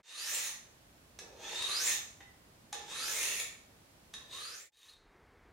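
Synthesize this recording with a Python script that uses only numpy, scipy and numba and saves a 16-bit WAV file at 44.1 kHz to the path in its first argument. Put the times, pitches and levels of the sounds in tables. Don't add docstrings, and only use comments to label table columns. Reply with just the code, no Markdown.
import sys
import numpy as np
from scipy import signal
from scipy.fft import rfft, irfft
from scipy.io import wavfile
from scipy.ndimage import uniform_filter1d
from numba import njit

SR = 44100
rng = np.random.default_rng(int(sys.argv[2]) if len(sys.argv) > 2 else 0)


def dump_mix(stems):
    frames = np.atleast_2d(stems).T
    limited = np.clip(frames, -1, 1)
    pcm = np.round(limited * 32767).astype(np.int16)
    wavfile.write(sys.argv[1], SR, pcm)


def volts_from_decibels(level):
    exponent = np.asarray(level, float) / 20
    return 10 ** exponent


N = 243546
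TIME = np.arange(N) / SR
RESTING_HZ = 800


def knife():
    scrape_db, lowest, (lowest_db, second_db, edge_db, board_db) = hand()
    low_change, second, second_change, board_change = along_blade(lowest)
    touching = board_db < 0
    second = np.where(touching, second, 2007)
    upper = 8.03 * lowest
    partner_db = -11.5 - 40 * (lowest < 1900)
    # Hz, dB, width as a share of pitch
    tones = [(lowest, lowest_db + low_change, 0.034),
             (second, second_db + second_change, 0.017),
             (upper, -9.5, 0.067),
             (0.5 * upper, partner_db, 0.031)]

    scrape = grit(catch_db=2.1, catch_ms=1.2)
    contact = volts_from_decibels(1.5) * volts_from_decibels(scrape_db) * soften(scrape, upper)
    drive = contact + volts_from_decibels(3) * taps()
    ringing = volts_from_decibels(4.0) * blade(drive, tones, lowest) + volts_from_decibels(2.0) * rod(drive, tones)
    hiss = volts_from_decibels(scrape_db + edge_db) * edge_hiss(scrape)
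    rumble = board(scrape, scrape_db, board_db + board_change) * touching
    mix = ringing + volts_from_decibels(-10.5) * drive + volts_from_decibels(-9.0) * hiss + volts_from_decibels(-12.0) * rumble
    return highs(mix, 451, order=2)


# time in seconds, scrape level in dB before mixing, lowest blade tone in Hz.
STROKES = [
    [(.03, -66, 845), (.072, -53.5, 940), (.15, -46.5, 1190), (.2, -42, 1320), (.276, -39, 1580),
     (.362, -36, 2120), (.488, -42, 2600), (.62, -80, 3020)],
    [(1.186, -65, 720), (1.342, -64.5, 755), (1.42, -46, 800), (1.52, -38.5, 850), (1.62, -42, 1067),
     (1.7, -36.5, 1200), (1.78, -39, 1400), (1.87, -32, 2080), (1.93, -36.5, 3300), (2.08, -80, 3930)],
    [(2.725, -44, 818), (2.85, -55.5, 845), (2.9, -43, 930), (2.96, -40, 1180), (3.034, -38, 1350),
     (3.15, -36.5, 2000), (3.21, -35, 2570), (3.33, -38.5, 2730), (3.41, -41, 2250), (3.55, -72, 2100)],
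    [(4.134, -58.5, 1133), (4.275, -66, 990), (4.31, -51, 1010), (4.34, -45, 1050), (4.4, -45.5, 1210),
     (4.512, -50, 1408), (4.61, -54.5, 1960), (4.68, -53.5, 2200), (4.7, -89, 2300)],
    [(4.72, -75, 900), (4.78, -62.5, 1230), (4.83, -59, 1000), (4.9, -56.5, 1267), (4.94, -69.5, 1000),
     (5.0, -100, 900)],
]
# basic levels in dB of the lowest tone, the second tone,
# the treble edge (counted from the scrape) and the board rumble.
HOLDS = [(-8, -2, -20, -87), (0.5, 2.5, -21, -56), (3, -4, -20.5, -56.5), (4, 1, -17, -57),
         (-5, 1.5, -11, -74)]


def hand():
    level_db, pitch = np.full(N, -150.), np.full(N, float(RESTING_HZ))
    hold = np.zeros((4, N))
    hold[:2] = np.array([[-2], [10]])
    for rows, held in zip(STROKES, HOLDS):
        s, row_db, row_hz = np.transpose(rows)
        on = (TIME >= s[0]) & (TIME < s[-1])
        level_db[on] = np.interp(TIME[on], s, row_db)
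        pitch[on] = np.exp(np.interp(TIME[on], s, np.log(row_hz)))
        hold[:, on] = np.array(held)[:, None]
    return level_db, pitch, hold


# lowest tone in Hz, dB added to it, second tone in Hz, dB added to that,
# dB added to the board rumble.
BLADE_PLACES = [(720, 5.5, 2800, -17, 17.5), (840, 6, 3600, 3.5, 6.5), (1000, -0.5, 3730, 14.5, 4),
                (1191, -1.5, 3800, 8.5, -1.5), (1350, -2, 4840, 10, -1), (1632, -2.5, 6100, 2.5, -1),
                (2000, -4.5, 7430, 6.5, 1), (2250, -4, 6950, 3.5, -2.5), (2600, 1.5, 6370, 1.5, 0.5),
                (3300, -18, 6470, -5.5, -13)]


def along_blade(lowest):
    place_hz, *changes = np.transpose(BLADE_PLACES)
    return [np.interp(lowest, place_hz, change) for change in changes]


def grit(catch_db, catch_ms):
    k = max(int(catch_ms * SR / 1000), 1)
    catches = np.repeat(rng.exponential(size=N // k + 1), k)[:N]
    catches = uniform_filter1d(catches, k)
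    return unit(rng.standard_normal(N) * volts_from_decibels(catch_db * catches))


def soften(scrape, upper):
    top_hz = np.clip(1.142 * upper, 0, 17000)
    width = 1.44 * top_hz
    once = svf(scrape, top_hz, width)[1]
    return svf(once, top_hz, width)[1]


def blade(drive, tones, lowest):
    wide = (lowest / RESTING_HZ) ** 0.9
    return sum(volts_from_decibels(db) * ring(drive, hz, share * wide * hz) for hz, db, share in tones)


# pitch in Hz, width in Hz, level in dB before mixing.
ROD_MODES = [(500, 33, -33.5), (847, 10, -3), (1200, 96, -16), (1780, 102, 2), (2200, 590, -11),
             (2570, 170, 1.5), (3530, 490, -8), (3734, 124, 2), (4236, 240, -7.5), (5110, 140, -1),
             (6140, 610, -5), (6990, 82, 2.5), (7320, 88, -4), (8850, 350, 0), (9850, 540, -7.5),
             (9930, 260, -13.5), (11800, 470, -36), (14980, 970, -8)]


def rod(drive, tones):
    nearby = sum(ring(drive, hz, 0.22 * hz) for hz, _, _ in tones[:3])
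    push = drive + volts_from_decibels(-15.5) * nearby
    out = np.zeros(N)
    for k, (hz, width, db) in enumerate(ROD_MODES):
        out += (-1) ** k * volts_from_decibels(db) * ring(push, hz, width)
    return out


# start in seconds, level in dB before mixing,
# top of the contact sound in Hz, decay time in ms.
TOUCHES = [(1.188, -34, 8650, 4.2), (1.621, -34, 9000, 10.6), (2.204, -34.5, 2100, 6.4),
           (2.727, -23, 8800, 2.4), (3.398, -22.5, 11800, 2.5), (4.137, -33.5, 7800, 4.3),
           (4.21, -50, 2500, 6), (4.934, -53.5, 12000, 2.7)]


def taps():
    out, t = np.zeros(N), TIME[:4096]
    for s, db, top_hz, ms in TOUCHES:
        noise = rng.standard_normal(len(t))
        burst = noise * np.exp(-t * 1000 / ms) * (1 - np.exp(-t / 0.0007))
        low_pass = signal.butter(2, top_hz, fs=SR, output="sos")
        out[int(s * SR):][:len(t)] += volts_from_decibels(db) * signal.sosfilt(low_pass, burst)
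    return out


def edge_hiss(scrape):
    return unit(ring(scrape, 13500, 5000))


def board(scrape, scrape_db, board_db):
    rumble = unit(ring(ring(scrape, 320, 410), 440, 360))
    return volts_from_decibels(board_db + 0.44 * (scrape_db + 47.5)) * rumble


def walls(x, count):
    t = TIME[:SR // 2]
    noise = rng.standard_normal((count, 2, len(t)))
    above_low, above_high = highs(noise, 1400, order=2), highs(noise, 5320, order=2)
    bands = noise - above_low, above_low - above_high, above_high
    t60_s = 0.51, 0.41, 0.29
    paths = sum(band * volts_from_decibels(-60 * t / fall) for band, fall in zip(bands, t60_s))
    paths *= np.clip(t / 0.0075, 0, 1)
    paths /= np.sqrt(np.sum(paths ** 2, axis=2, keepdims=True))
    out = 0
    for k, path in enumerate(paths):
        place = np.cos(np.pi * (TIME / 0.896 - k / count)) ** 4
        out = out + signal.fftconvolve([x * place], path, axes=1)[:, :N]
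    return volts_from_decibels(-0.5) * out


# pitch in Hz, relative level in dB.
WIDE_SPECTRUM = [(15, -34), (25, -9.5), (59, 2), (240, -4), (410, -9), (648, -9), (848, -12.5),
                 (919, -12.5), (1170, -15), (8350, -24), (15500, -28.5)]
# pitch in Hz, relative level in dB.
CLOSE_SPECTRUM = [(15, -30), (25, -6), (221, -22), (421, -18.5), (631, -25.5), (684, -23), (2170, -27.5),
                  (2630, -35.5), (15500, -55.5)]


def room_tone():
    mid, side = coloured(WIDE_SPECTRUM), coloured(WIDE_SPECTRUM)
    wide_gain = volts_from_decibels(-63) * ramp(.02, 0.69, 1.2) * ramp(4.722, -0.42, 1.07)
    wide = wide_gain * np.array([mid, side]) / np.std(mid)
    close_gain = volts_from_decibels(-54) * ramp(0.027, -0.041, 1.7) + volts_from_decibels(-62.5) * ramp(4.676, 0.47, 1.52)
    return wide, close_gain * unit(coloured(CLOSE_SPECTRUM))


def coloured(points):
    hz, db = np.transpose(points)
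    bins = np.maximum(np.arange(N // 2 + 1) * SR / N, 1)
    gain = volts_from_decibels(np.interp(np.log(bins), np.log(hz), db))
    return irfft(rfft(rng.standard_normal(N)) * gain, N)


def ramp(s, length_s, power):
    return np.clip((TIME - s) / length_s, 0, 1) ** power


def unit(x):
    return x / np.sqrt(np.mean(x ** 2))


def highs(x, hz, order):
    return signal.sosfilt(signal.butter(order, hz, "high", fs=SR, output="sos"), x)


def ring(x, hz, width):
    hz = np.clip(hz + np.zeros(N), 50, 19000)
    return svf(x, hz, width + np.zeros(N))[0]


@njit
def svf(x, hz, width):
    band, low, b, l = np.empty(len(x)), np.empty(len(x)), 0., 0.
    for i in range(len(x)):
        g, k = np.tan(np.pi * hz[i] / SR), width[i] / hz[i]
        v = (b + g * (x[i] + 1e-18 - l)) / (1 + g * (g + k))
        low[i] = l + g * v
        b, l, band[i] = 2 * v - b, 2 * low[i] - l, k * v
    return band, low


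def scene():
    cut_s = 4.705
    steel = knife()
    first = TIME < cut_s
    near, far = walls(steel * first, count=4), walls(steel * ~first, count=4)
    wide, close = room_tone()
    fade = np.clip((cut_s - TIME) / 0.1, 0, 1)
    mid = (steel * first + near[0]) * fade + wide[0]
    side = highs(volts_from_decibels(0.5) * near[1] * fade + volts_from_decibels(1.5) * wide[1], 750, order=1)
    side = side + volts_from_decibels(-9.5) * highs(side, 8000, order=2)
    stereo = volts_from_decibels(np.array([[-.7], [.7]])) * np.array([mid + side, mid - side])
    single = steel * ~first + volts_from_decibels(-3) * far[0] + close
    return stereo + single


def top_cut(x):
    return signal.sosfilt(signal.butter(12, 16270, fs=SR, output="sos"), x)


def record(dry):
    top = signal.ellip(10, .2, 80, 15780, fs=SR, output="sos")
    mix = signal.sosfilt(top, highs(dry, 26, order=2))
    return top_cut(mix)


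dry = scene()
out = record(dry)
dump_mix(out)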